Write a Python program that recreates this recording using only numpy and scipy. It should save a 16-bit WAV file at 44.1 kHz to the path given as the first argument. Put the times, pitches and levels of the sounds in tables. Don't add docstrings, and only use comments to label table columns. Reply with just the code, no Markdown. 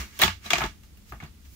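import sys
import numpy as np
from scipy import signal
from scipy.io import wavfile

SR = 44100
rng = np.random.default_rng(int(sys.argv[2]) if len(sys.argv) > 2 else 0)


def unload_wav(signal):
    wavfile.write(
        sys.argv[1],
        SR,
        np.round(np.clip(np.atleast_2d(signal).T, -1, 1) * 32767).astype(np.int16),
    )


N = 68355
TIME = np.arange(N) / SR
EDGES_HZ = np.minimum(20.3 * 2 ** (np.arange(21) / 2), 17000)
BANDS = [(lo, hi, np.sqrt(lo * hi)) for lo, hi in zip(EDGES_HZ, EDGES_HZ[1:])]


def from_db(db):
    return 10 ** (np.asarray(db) / 20)


def at_hz(points, hz, column=1):
    table = np.array(points)
    return np.interp(np.log(hz), np.log(table[:, 0]), table[:, column])


def pan(db):
    return from_db(np.array([[.5], [-.5]]) * db)


def stereo_noise(correlation):
    c = np.clip(correlation, -1, 1)
    mid, side = rng.standard_normal((2, N))
    return np.sqrt((1 + c) / 2) * mid + np.sqrt((1 - c) / 2) * side * [[1], [-1]]


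def band(x, lo, hi):
    sos = signal.butter(2, [lo, hi], "band", fs=SR, output="sos")
    return signal.sosfilt(sos, x + 1e-18) * np.sqrt(SR / 2 / (hi - lo))


def fade(power, t60):
    return signal.lfilter([1], [1, -from_db(-120 / (t60 * SR))], power + 1e-18)


def smooth(x, seconds):
    r = np.exp(-1 / (seconds * SR))
    return signal.lfilter([1 - r], [1, -r], x)


# (frequency [Hz], band level [dB])
ROOM_TONE = [(25, -66), (40, -67), (60, -48.5), (90, -63), (130, -67), (200, -62), (300, -70), (550, -77),
             (1100, -75.5), (2200, -73), (6000, -69.5), (9000, -71.5), (14000, -69.5)]
# (frequency [Hz], left-right [dB])
ROOM_TONE_PAN = [(100, 0.5), (1000, 1), (2500, -7.5), (6000, -0.5), (12000, -0.5)]
# (frequency [Hz], left-right correlation [0-1])
ROOM_TONE_CORRELATION = [(60, 0.74), (200, 0.87), (550, 0.036)]


def room_tone():
    out = 0
    for lo, hi, hz in BANDS:
        noise = band(stereo_noise(at_hz(ROOM_TONE_CORRELATION, hz)), lo, hi)
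        out += from_db(at_hz(ROOM_TONE, hz)) * pan(at_hz(ROOM_TONE_PAN, hz)) * noise
    return out


# (frequency [Hz], level against the contact [dB], t60 [s], left-right [dB])
REVERB = [(176, -4.5, 0.22, -2), (426, -12, 0.12, 1), (810, -9, 0.13, -4), (1230, -3.5, 0.16, 1.5),
          (2660, -12.5, 0.2, -9), (5170, -6.5, 0.23, -6), (12000, -11, 0.21, 0)]


def room_tail(hits, hz):
    db, t60, pan_db = (at_hz(REVERB, hz, column) for column in (1, 2, 3))
    return smooth(fade(hits ** 2, t60), seconds=0.0032) * (from_db(db) * pan(pan_db)) ** 2


# (frequency [Hz], lift [dB], t60 [s], left-right [dB])
CASE_RESONANCES = [(217.7, 0.5, 0.26, 1), (368, 2, 0.052, -4), (638.7, 0, 0.075, 5.5),
                   (705.5, -7, 0.08, 4.5), (884.4, 3.5, 0.11, -0.5), (1152, 3, 0.031, 7),
                   (1236, 6, 0.073, 3.5), (1490, -9, 0.069, 9.5), (1677, -0.5, 0.067, 10),
                   (1877, -13, 0.045, 13.5), (2190, -0.5, .085, 2.5), (2285, -5.5, 0.058, 1.5),
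                   (2425, -18, .08, -3), (2785, 0, 0.056, -4), (3350, -12, 0.078, -12),
                   (3523, -13.5, 0.055, -4), (3936, 0, 0.077, -3), (4440, -6.5, .2, 4.5)]


def case(shake):
    out = shake
    for hz, lift_db, t60, pan_db in CASE_RESONANCES:
        r, w = from_db(-60 / (t60 * SR)), 2 * np.pi * hz / SR
        ring = signal.lfilter([1, 0, -1], [1, -2 * r * np.cos(w), r * r], shake) * (1 - r * r) / 2
        out = out + from_db(lift_db) * pan(pan_db) * ring
    return out


# (frequency [Hz], left-right correlation [0-1])
CASE_CORRELATION = [(250, 1), (700, 0.87), (1250, 0)]


def case_noise(hz):
    return stereo_noise(at_hz(CASE_CORRELATION, hz))


# (peak time [s], level [dB], rise [s], fall [s], tilt about 3 kHz [dB/octave])
SLIDES = [(.003, -32.5, 0.014, 0.035, -2.5), (0.179, -46.5, 0.051, 0.035, -1),
          (0.46, -37, 0.018, 0.034, -2.5), (1.098, -54.5, 0.027, 0.053, 2),
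          (1.453, -57, 0.006, 0.021, -1.5), (1.54, -61, 0.055, .06, 5)]
# (frequency [Hz], band gain [dB])
CLOTH_COLOUR = [(200, -24.5), (500, -37), (1000, -24), (2000, -9), (3500, -12.5), (6500, -6.5),
                (9000, -16.5), (14000, -9)]


def scuffs():
    out = 0
    for lo, hi, hz in BANDS[6:]:
        slides = 0
        for peak, db, rise, fall, tilt_db in SLIDES:
            swell = np.exp(-np.maximum((peak - TIME) / rise, (TIME - peak) / fall))
            slides += from_db(db + tilt_db * np.log2(hz / 3000)) * swell
        out += from_db(at_hz(CLOTH_COLOUR, hz)) * band(slides * case_noise(hz), lo, hi)
    return case(out) * pan(-2.5)


# (time [s], frequency [Hz], level [dB], rise [s])
PADDING_SWINGS = [(-.012, 63, -30, 0.019), (0.224, 61.7, -31.5, 0.03), (0.239, 90.6, -33.5, 0.031),
                  (0.264, 191.8, -35, 0.012), (0.564, 61.6, -38, 0.031), (0.641, 46, -34.5, 0.018),
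                  (0.614, 138.7, -33.5, 0.014), (1.105, 59.2, -42, 0.038), (1.123, 126.4, -41, 0.007),
                  (1.218, 81.2, -39, 0.0085), (1.225, 151, -37, 0.0061)]


def thumps():
    out = 0
    for start, hz, db, rise in PADDING_SWINGS:
        age = np.maximum(TIME - start, 0)
        swell = age / rise * np.exp(1 - age / rise)
        out += from_db(db) * swell * np.sin(2 * np.pi * hz * age)
    return out


# (start [s], end [s], level [dB])
RATTLE_SPANS = [(0.541, 0.653, -42)]
# (low [dB], middle [dB], high [dB], top [dB])
RATTLE_ZONES_DB = [-3.5, 3.5, -17, -6.5]


def rattle(per_s=360, spread_db=7, fade_db_per_s=40, ring_hz=2396, ring_db=-11.5):
    rows = []
    for start, end, db in RATTLE_SPANS:
        for k, (late, force, side) in enumerate(rng.standard_normal(size=(60, 3))):
            age = abs(k + 0.033 * late) / per_s
            zones_db = db + spread_db * force - fade_db_per_s * age + np.array(RATTLE_ZONES_DB)
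            if start + age < end:
                rows.append((start + age, *zones_db, 2 * side, ring_hz, ring_db, 0))
    return rows


# (low [Hz], middle [Hz], high [Hz], top [Hz])
ZONE_CENTRES_HZ = [380, 1600, 5000, 11000]


def strength(rows, hz):
    return from_db([np.interp(np.log(hz), np.log(ZONE_CENTRES_HZ), row[1:5]) for row in rows])


def rings(rows, width_octaves=0.055, t60_share=0.55):
    when, favoured_hz, ring_db = (rows[:, 0] * SR).astype(int), rows[:, 6], rows[:, 7]
    out = 0
    for hz, _, t60, pan_db in CASE_RESONANCES:
        nearness = np.exp(-(np.log2(hz / favoured_hz) / width_octaves) ** 2)
        hits = np.zeros(N)
        hits[when] = strength(rows, hz) * nearness * from_db(ring_db)
        r, w = from_db(-60 / (t60 * t60_share * SR)), 2 * np.pi * hz / SR
        out += pan(pan_db) * signal.lfilter([0, np.sin(w)], [1, -2 * r * np.cos(w), r * r], hits + 1e-18)
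    return out


def microphone_lag(x, lag_s=0.000089):
    return np.array([x[0], np.interp(TIME - lag_s, TIME, x[1])])


# (frequency [Hz], band gain [dB])
PLASTIC_COLOUR = [(140, -10.5), (200, -9.5), (280, -9.5), (390, -5.5), (540, -22.5), (780, -1.5),
                  (1100, -9), (1550, -5.5), (2200, 0), (3100, 1), (4400, -4.5), (6200, 0.5), (8800, -7),
                  (13500, 1.5)]


def clacks(rows, gain_db=-5, click_db=-6):
    when, pan_db, room_db = (rows[:, 0] * SR).astype(int), rows[:, 5], rows[:, 8]
    out = 0
    for lo, hi, hz in BANDS[5:]:
        hits, to_room = np.zeros((2, N)), np.zeros(N)
        hits[:, when] = strength(rows, hz) * pan(pan_db)
        to_room[when] = strength(rows, hz) * from_db(room_db)
        chatter_t60 = 0.023 * (2000 / hz) ** 0.047
        chatter_power = smooth(fade(hits ** 2, chatter_t60), seconds=0.00041)
        decay = np.sqrt(chatter_power + room_tail(to_room, hz)) * case_noise(hz)
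        click = hits * from_db(click_db) * np.sqrt(chatter_t60 * SR / np.log(1e6))
        out += from_db(gain_db + at_hz(PLASTIC_COLOUR, hz)) * band(click + decay, lo, hi)
    return case(out)


# (time [s], low [dB], middle [dB], high [dB], top [dB],
# left-right [dB], favoured resonance [Hz], its ring [dB], room send [dB])
CASE_KNOCKS = [(0.1903, -64, -31, -34, -24, -2, 3980, -14, -1),
               (.197, -32, -27.5, -26.5, -59, -1, 664, 10, 5.5),
               (.209, -50, -29.5, -27.5, -40, -7, 2820, -7, 4),
               (.2165, -34, -17.5, -22, -16, 5.5, 3970, 4.5, 1.5),
               (0.2189, -24.5, -17.5, -15, -48, 2, 1910, 3.5, 2.5),
               (0.2255, -26, -13.5, -34, -48, -3, 2150, 7.5, 2.5),
               (.2355, -24, -16.5, -16.5, -44, 4, 3500, 9.5, 0.5),
               (.244, -30, -33.5, -20, -55, 5, 883, 2, 2.5), (0.2785, -37.5, -20, -26, -65, 9, 864, 5.5, 0),
               (.458, -57, -48, -58, -65, 10, 706, 12, 10), (.461, -52, -44, -46.5, -64, 11, 3970, 13, 10),
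               (0.504, -37, -21, -21.5, -32.5, 6.5, 2350, -3.5, -2.5),
               (.505, -44, -20, -22, -39, 4, 2789, -11, -1.5), (.506, -42, -25.5, -25, -41, 8, 3300, 4, 2),
               (0.512, -32, -27.5, -48, -42, -2, 1190, 1, 5.5),
               (.533, -35, -16, -14.5, -29, 4, 2334, 4.5, -8),
               (.5342, -25, -18.5, -17.5, -46, -2.5, 697, 4.5, -1.5),
               (.555, -41, -20, -30, -48, -2, 2410, 2.5, 2),
               (0.5821, -33, -28.5, -23, -40.5, 7, 880, -11, -0.5),
               (0.606, -27.5, -18.5, -59, -54, 0.5, 2400, 6.5, -6.5),
               (.616, -33.5, -19, -39, -60, 3, 1207, -7, 3),
               (0.638, -25.5, -23, -27, -47, -2, 873, -12, -1.5),
               (0.652, -22.5, -30, -58, -46.5, 3, 790, -5, -21),
               (0.662, -56.5, -50, -30, -47, 3, 883, 11, -8),
               (0.834, -61.5, -54.5, -54, -52.5, -3, 2920, -4.5, 0),
               (0.972, -93.5, -58, -63.5, -53, -5.5, 2785, 7.5, 3),
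               (1.122, -36.5, -30.5, -70, -50, 6, 1219, -2, -5.5),
               (1.134, -43, -44, -68, -72, -6, 638, 1, 5.5),
               (1.202, -59, -45.5, -57, -68, 0.5, 2170, 12.5, 9.5),
               (1.224, -43, -44.5, -55, -66, 2, 219, 3.5, 8.5),
               (1.237, -44, -43, -53, -53.5, 8, 1150, 1, 0.5),
               (1.262, -61.5, -60, -65.5, -72, 6, 4470, 11.5, -3)]


def laptop():
    rows = np.array(CASE_KNOCKS + rattle())
    return clacks(rows) + microphone_lag(rings(rows))


def scene():
    return laptop() + thumps() + scuffs() + room_tone()


def record(dry):
    return signal.sosfilt(signal.ellip(10, .2, 80, 15600, fs=SR, output="sos"), dry)


dry = scene()
out = record(dry)
unload_wav(out)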